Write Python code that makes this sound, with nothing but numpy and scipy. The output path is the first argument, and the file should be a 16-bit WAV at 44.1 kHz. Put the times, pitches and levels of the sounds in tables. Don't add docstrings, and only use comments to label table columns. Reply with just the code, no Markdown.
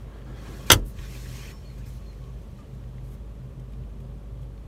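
import sys
import numpy as np
from scipy import signal
from scipy.fft import rfft, irfft, next_fast_len
from scipy.io import wavfile
from scipy.ndimage import uniform_filter1d

SR = 44100
rng = np.random.default_rng(int(sys.argv[2]) if len(sys.argv) > 2 else 0)


def natural_amplitude(level_db):
    exponent = np.asarray(level_db, float) / 20
    return 10 ** exponent


def generate_wav(sig):
    pcm = np.round(np.clip(np.atleast_2d(sig).T, -1, 1) * 32767).astype(np.int16)
    wavfile.write(sys.argv[1], SR, pcm)


N = 206091


def evened(x):
    return x / np.sqrt(np.mean(x ** 2) + 1e-20)


def read(points, hz):
    f, value = np.transpose(points)
    return np.interp(np.log(hz + 1), np.log(f + 1), value)


def add(mix, start_s, sound):
    part = mix[round(start_s * SR):][:len(sound)]
    part += sound[:len(part)]


def coloured(x, spectrum):
    size = next_fast_len(len(x), True)
    gain = natural_amplitude(read(spectrum, np.fft.rfftfreq(size, 1 / SR)))
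    return irfft(rfft(x, size) * gain, size)[:len(x)]


def resonate(x, hz, width_hz):
    turn = np.exp(2j * np.pi * hz * np.arange(len(x)) / SR)
    r = np.exp(-np.pi * width_hz / SR)
    return 2 * (turn * signal.lfilter([1 - r], [1, -r], x / turn)).real


def smoothed(x, size):
    return uniform_filter1d(uniform_filter1d(x, size), size)


def slow(span_s):
    return evened(smoothed(rng.standard_normal(N), max(int(span_s * SR), 2)))


def patchy(x, depth_db, frames, bins):
    z = signal.stft(x, nperseg=512)[2]
    field = uniform_filter1d(rng.standard_normal(z.shape), bins, 0)
    field = evened(uniform_filter1d(field, frames, 1))
    return evened(signal.istft(z * natural_amplitude(depth_db * field), nperseg=512)[1][:N])


# pitch_hz, level_db (rms), waver_width_hz, noise_share (0-1)
ENGINE_ORDERS = [(41.04, -56, 16, 1), (52.14, -40.5, 3, 0.08), (78, -65, 5.6, .6), (101.3, -59.5, 5.7, 0.6),
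                 (181.6, -61, 6.7, 0.8), (198.35, -61.5, 5.4, 0.97), (220.7, -60, 2.9, 0.9),
                 (390, -61.5, 21, 0.96), (445.5, -64.5, 12, 1), (561.7, -66.5, 40, 0.89),
                 (1133, -73.5, 130, 0.98)]


def hum():
    t, out = np.arange(N) / SR, np.zeros(N)
    for hz, db, width, share in ENGINE_ORDERS:
        fuzzy = resonate(rng.standard_normal(N), hz, width)
        fuzzy = evened(resonate(fuzzy, hz, width))
        steady = np.sqrt(2) * np.sin(2 * np.pi * (hz * t + rng.random()) + 0.4 * slow(0.15))
        out += natural_amplitude(db) * (np.sqrt(1 - share) * steady + np.sqrt(share) * fuzzy)
    return out


# centre_s, length_s, level_db (rms)
BOOM_SWELLS = [(0.033, 0.1, -44), (0.29, .16, -44), (0.616, 0.27, -46.5), (0.853, 0.13, -39),
               (1.163, 0.34, -42.5), (1.378, 0.29, -43), (1.68, 0.17, -43.5), (1.883, 0.31, -40.5),
               (2.247, 0.29, -43.5), (2.55, .14, -47.5), (2.731, .14, -41), (2.9, .26, -41.5),
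               (3.09, 0.23, -39), (3.44, .16, -39.5), (3.63, .2, -40), (3.796, .1, -38), (4.07, .28, -41.5),
               (4.4, .3, -40.5), (4.66, .1, -44.5)]


def boom():
    boom_hz, drift_hz, shake_hz, rest_db = 125.3, 2.2, 3.1, -59.5
    t = np.arange(N) / SR
    level = np.full(N, natural_amplitude(rest_db))
    for centre_s, length_s, db in BOOM_SWELLS:
        u = np.clip((t - centre_s) / (1.15 * length_s), -.5, .5)
        level += natural_amplitude(db) * np.cos(np.pi * u)
    turns = np.cumsum(boom_hz + drift_hz * slow(.08) + shake_hz * slow(0.0082)) / SR
    return level * natural_amplitude(-2.0 + 1.6 * slow(0.022)) * np.sqrt(2) * np.sin(2 * np.pi * turns)


# pitch_hz, level_db (per Hz)
AIR_COLOUR = [(38, -30), (64, 2), (97, -5), (140, -6), (313, -19.5), (394, -24), (544, -20.5), (751, -30),
              (1140, -32), (1500, -40), (3350, -41.5), (4960, -49), (13300, -53), (15700, -61)]


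def air():
    return natural_amplitude(-44.5 + 0.28 * slow(0.45)) * evened(coloured(rng.standard_normal(N), AIR_COLOUR))


def micro_slips():
    burst = np.minimum(rng.exponential(1, N // 40 + 1), 3).repeat(40)[:N]
    return rng.standard_normal(N) * natural_amplitude(0.68 * burst)


# start_s, length_s, end_level_db, fineness_db (per layer, coarse to fine), growth_db
HAND_STROKES = [(0, 0.03, -75, 2, -3), (0.349, 0.14, -60, -4.5, 12), (0.49, .16, -60.5, -1.5, 1.5),
                (0.654, 0.065, -49.5, -0.5, 6.5), (.745, .055, -67, -2.5, -16),
                (0.847, 0.057, -67.5, 11, -2), (0.97, 0.093, -65, -11, 2.5), (0.949, 0.21, -55, -2, 12),
                (1.147, .2, -55.5, -2.5, 2), (1.342, .175, -57.5, -4, -4.5), (1.775, .02, -69, 0, -3),
                (1.852, 0.052, -65, 1, -2.5), (1.901, 0.078, -69, 3, 0.5), (2.409, 0.024, -73, 1, 2),
                (2.503, .02, -77, 2.5, 1.5), (2.56, .045, -72, -5.5, 2), (2.73, .025, -74, -2, 0),
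                (3.025, 0.065, -73.5, 5, 3), (3.095, .05, -69.5, 4.5, 1.5), (3.595, .008, -71, -0.5, 0),
                (3.715, .025, -74, -1, 0), (4.001, .008, -71, 0, -1), (4.41, .03, -75, -0.5, -3)]


def stroke_gains():
    settle_s, rise_s, tau_s = .85, 1, 1.71
    settle_db, loss_db, settle_fine_db = -55.5, 30, -4
    still_db = np.array([[-68], [-79.5], [-81.5]])
    grip_s, release_s, quick_share = .015, .014, .3
    t, step = np.arange(N) / SR, np.array([[-1], [0], [1]])
    since = np.maximum(t - settle_s, 0)
    rest_db = settle_db - loss_db * (1 - np.exp(-since / tau_s)) + step * settle_fine_db
    power = np.minimum(since / rise_s, 1) * natural_amplitude(rest_db) ** 2
    power += (t < settle_s) * natural_amplitude(still_db) ** 2
    for start, length, db, fine_db, growth_db in HAND_STROKES:
        u = np.arange(round((length + 6 * release_s) * SR)) / SR
        grip, release = np.minimum([grip_s, release_s], quick_share * length)
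        hold = np.minimum(u / grip, 1) * np.exp(-np.maximum(u - length, 0) / release)
        growth = growth_db * np.minimum(u / length - 1, 0)
        for row, k in zip(power, step):
            add(row, start, (hold * natural_amplitude(db + k * fine_db + growth)) ** 2)
    return np.sqrt(power)


# pitch_hz, level_db (per Hz)
SCRAPE_COLOUR = [(130, -34.5), (220, 0), (404, -4.5), (471, -9), (549, -8), (605, -12), (1680, -20.5),
                 (2200, -29), (2860, -54.5), (4840, -120)]
# pitch_hz, width_hz, level_db
HINGE_RINGS = [(1115, 64, -10.5), (1344, 81, -13), (1637, 100, -8.5), (3300, 150, -15.5)]
# time_s, effort_db
LID_EFFORT = [
    (0, -58.5),
    (.12, -56.5),
    (.17, -53),
    (.245, -60),
    (.27, -52.5),
    (.42, -50.5),
    (.55, -50),
    (.69, -53),
    (.86, -68),
]


def lid_swing(slips, coarse):
    scrape = coloured(rng.standard_normal(N), SCRAPE_COLOUR)
    scrape = patchy(scrape, depth_db=2.03, frames=5, bins=4)
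    hinge = sum(natural_amplitude(db) * evened(resonate(slips, hz, width)) for hz, width, db in HINGE_RINGS)
    hinge = patchy(hinge, depth_db=3.5, frames=9, bins=3)
    trim = evened(resonate(slips, *HINGE_RINGS[0][:2]))
    swing = natural_amplitude(np.interp(np.arange(N) / SR, *np.transpose(LID_EFFORT)))
    low = np.sqrt(swing ** 2 + (natural_amplitude(-6) * coarse) ** 2) + natural_amplitude(-63.5 + 0.74 * slow(.06))
    awake = np.minimum(swing / natural_amplitude(-52.5), 1)
    return low * scrape + natural_amplitude(-7) * swing * awake * hinge + natural_amplitude(-11) * coarse * trim


# pitch_hz, level_db (per Hz)
DRAG_COLOUR = [(760, -32), (1300, -3), (1420, -9.5), (1620, -4.5), (2390, -1), (2770, -2), (4300, -7),
               (5590, -36.5), (9460, -120)]
# pitch_hz, width_hz, level_db
LEATHER_RINGS = [(1640, 490, -5.5), (2000, 480, -7), (2430, 75, 1), (3054, 150, -4), (5440, 210, -7.5)]
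# pitch_hz, level_db (per Hz)
WEAVE_COLOUR = [(2530, -29.5), (4300, -1.5), (4970, -3), (5450, -5), (6210, 0.5), (8500, -5.5),
                (11000, -37.5), (18700, -120)]
# pitch_hz, level_db (per Hz)
FABRIC_COLOUR = [(5000, -33.5), (8500, -3.5), (10600, -3), (13000, -2), (14500, -3), (15700, -12.5)]


def rubbing(slips, gains):
    rings = evened(sum(natural_amplitude(db) * resonate(slips, hz, width) for hz, width, db in LEATHER_RINGS[:-1]))
    drag = evened(coloured(slips, DRAG_COLOUR)) + 1.1 * rings
    drag = patchy(drag, depth_db=3.5, frames=7, bins=3)
    weave = evened(coloured(slips, WEAVE_COLOUR))
    weave += .35 * evened(resonate(slips, *LEATHER_RINGS[-1][:2]))
    weave = patchy(weave, depth_db=2.03, frames=5, bins=4)
    fine = coloured(rng.standard_normal(N) * natural_amplitude(1.3 * slow(.003)), FABRIC_COLOUR)
    fine = patchy(fine, depth_db=2.03, frames=5, bins=4)
    return gains[0] * drag + gains[1] * weave + gains[2] * fine


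# start_s, peak_db, pitch_hz, t60_s
TRIM_TICKS = [(.186, -50, 2100, .03), (.217, -47, 1750, .035), (.9882, -37, 1870, .035),
              (1.1515, -42, 2390, .03), (1.2575, -43, 1650, .04), (1.504, -41, 2300, .04),
              (1.781, -49, 2080, .03), (2.2395, -52, 4200, .03), (2.8378, -49, 1833, .02),
              (2.982, -48, 2100, .025), (3.597, -54, 3100, .025), (3.7344, -53, 3700, .03),
              (3.8345, -52, 3120, .03), (4.003, -54, 2900, .025), (4.3734, -55, 1604, .025),
              (4.4294, -54, 3300, .025), (4.577, -51, 4300, .022), (2.13, -50, 2150, .04)]


def ticks():
    snap_colour = [(1100, -30), (1800, 0), (3300, -3), (4800, -20), (15000, -27)]  # Hz, dB
    out, t = np.zeros(N), np.arange(2048) / SR
    for start, db, hz, t60 in TRIM_TICKS:
        snap = evened(coloured(rng.standard_normal(len(t)), snap_colour))
        shape = natural_amplitude(db - 60 * t / t60) * np.minimum(t / .001, 1)
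        add(out, start, shape * (.5 * np.sin(2 * np.pi * hz * t) + 0.49 * snap))
    return out


# pitch_hz, t60_s
CABIN_DECAY = [(200, 0.38), (500, 0.17), (1500, 0.08), (4000, 0.064), (8000, 0.064), (15000, 0.05)]


def cabin(x):
    hz, t, z = signal.stft(rng.standard_normal(SR // 2), SR, nperseg=128)
    fade = natural_amplitude(-60 * t / read(CABIN_DECAY, hz)[:, None])
    tail = signal.istft(z * fade, SR, nperseg=128)[1]
    return signal.fftconvolve(x, tail / np.linalg.norm(tail))[:N]


# start_s, peak_db, brightness_db (above 7 kHz), ring_factor, struck_hz (part hit hardest)
LID_BLOWS = [(0.699, -29, -7, 1.4, 3000), (0.7018, 1, -8.5, 0.65, 5000), (.7032, 1.5, -13.5, 0.39, 3300),
             (.7042, -2, -18.5, 0.56, 1350), (0.706, -5, -19, 0.57, 3300), (0.7094, -9, -19.5, .9, 1050),
             (0.7113, -9, -17.5, 0.48, 2211), (0.7137, -12, -16.5, 0.6, 1100), (0.7167, 0.5, 3, .6, 6000),
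             (0.7183, 2, 4.5, .7, 3300), (0.7209, -4.5, 3, .5, 8000), (0.7231, -7.5, 1.5, .7, 6000),
             (0.728, -8, -1, .9, 3500), (0.733, -4.5, -8, 0.46, 2000), (0.7375, -19, -1, .9, 2000),
             (.7425, -21, 2, .9, 4200)]
# pitch_hz, level_db, t60_s
LID_MODES = [(268, -10, 0.044), (356, -7, 0.11), (410, -6, .07), (574, -5.5, .06), (942, -4, .045),
             (1147, -5.5, 0.028), (1290, 1, 0.024), (1623, -3.5, 0.033), (2080, -3, .03),
             (2580, -9.5, 0.015), (2950, 0.5, 0.011), (3300, -2.5, 0.036), (3670, -4, 0.018),
             (4110, -7.5, 0.015), (4635, -7.5, 0.055), (5050, -8.5, .02), (6090, 2, .016),
             (7630, -8.5, 0.013), (7880, -6, 0.025)]
# pitch_hz, level_db (per Hz)
CRACK_COLOUR = [(120, -30.5), (200, -1), (800, -5), (1330, 1.5), (2480, -7.5), (3510, 0), (3840, -10),
                (6180, -7), (7150, -7), (14600, -11.5), (15700, -18.5)]


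def knock():
    out, t = np.zeros(N), np.arange(4096) / SR
    hz, mode_db, t60 = np.transpose(LID_MODES)[:, :, None]
    for start, db, bright_db, ring, struck_hz in LID_BLOWS:
        sign = np.sign(rng.standard_normal((len(LID_MODES), 1)))
        mix = sign * natural_amplitude(-7 * abs(np.log2(hz / struck_hz)))
        modes = (mix * natural_amplitude(mode_db - 60 * t / (ring * t60)) * np.sin(2 * np.pi * hz * t)).sum(0)
        noise = coloured(rng.standard_normal(len(t)), CRACK_COLOUR)
        noise = coloured(noise, [(5500, 0.00025), (8500, bright_db)])
        crack = evened(noise) * natural_amplitude(-60 * t / (0.048 * ring))
        attack = np.minimum(t / 0.00036, 1)
        add(out, start, natural_amplitude(db) * (0.79 * modes / abs(modes).max() + 0.37 * crack) * attack)
    return out + natural_amplitude(-9.0) * cabin(out)


# start_s, peak_db, pitch_hz, t60_s, first_swing (+1 or -1)
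DASH_THUMPS = [
    (.700, -24, 240, .08, 1),
    (.7165, -16, 460, .05, 1),
    (.7225, -10, 88, .12, -1),
    (.742, -18, 120, .1, -1),
    (.745, -20, 46, .35, 1),
    (.783, -25, 41, .35, 1),
    (.77, -30, 205, .2, 1),
    (.757, -16, 95, .08, -1),
    (.988, -26, 47, .3, -1),
]


def thumps():
    out, t = np.zeros(N), np.arange(SR // 2) / SR
    for start, db, hz, t60, sign in DASH_THUMPS:
        attack = np.minimum(t * hz * 4, 1)
        add(out, start, sign * natural_amplitude(db - 60 * t / t60) * np.sin(2 * np.pi * hz * t) * attack)
    return out


# start_s, length_s, pitch_hz (at the turn), level_db (rms), bend_hz (by the end)
LEATHER_GROANS = [
    (1.5, 0.066, 1095, -61, 10),
    (2.19, .14, 1110, -64, 28.5),
    (2.581, 0.0505, 1201, -59, -50),
]
# start_s, length_s, pitch_hz (at the turn), level_db (rms), bend_hz (by the end)
LEATHER_SQUEAKS = [
    (1.51, 0.09, 5390, -62.5, 190),
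    (1.605, .045, 5620, -77, 100),
    (1.644, 0.093, 4340, -63, -250),
    (2.052, 0.071, 4240, -64, -110),
]


def squeak(start, length, hz, db, bend_hz, jitter):
    t = np.arange(0, length, 1 / SR)
    turn = .5 if bend_hz > 0 else 0.23
    wobble, flutter = rng.standard_normal((2, 8192))
    wobble = evened(uniform_filter1d(wobble, 150))[:len(t)]
    flutter = evened(smoothed(flutter, 300))[:len(t)]
    glide = abs((t / length - turn) / (1 - turn)) ** 2.7
    pitch = (hz + bend_hz * glide) * (1 + jitter * wobble)
    tone = np.sqrt(2) * np.sin(2 * np.pi * np.cumsum(pitch) / SR)
    return start, natural_amplitude(db + 2.3 * flutter) * tone * signal.windows.tukey(len(t), .35)


def scene():
    slips, gains = micro_slips(), stroke_gains()
    mix = hum() + boom() + air()
    mix += lid_swing(slips, gains[0]) + rubbing(slips, gains)
    mix += ticks() + knock() + thumps()
    for row in LEATHER_GROANS:
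        add(mix, *squeak(*row, jitter=0.026))
    for row in LEATHER_SQUEAKS:
        add(mix, *squeak(*row, jitter=.005))
    return mix[None]


def top_cut(x):
    return signal.sosfilt(signal.butter(12, 15820, fs=SR, output="sos"), x)


def record(dry):
    power_db = 10 * np.log10(abs(uniform_filter1d(dry[0] ** 2, 400)) + 1e-12)
    fall = np.arange(N) * 60. / SR
    held_db = np.maximum.accumulate(power_db + fall) - fall
    over_db = np.maximum(held_db + 13.0, 0)
    late_db = np.roll(uniform_filter1d(over_db, 1500), 1500)
    clipped = np.clip(dry / natural_amplitude(.05 * late_db), -1, 1)
    edge = signal.firwin(401, 15900, window=("kaiser", 9), fs=SR)
    return top_cut(signal.oaconvolve(clipped, edge[None], "same"))


dry = scene()
out = record(dry)
generate_wav(out)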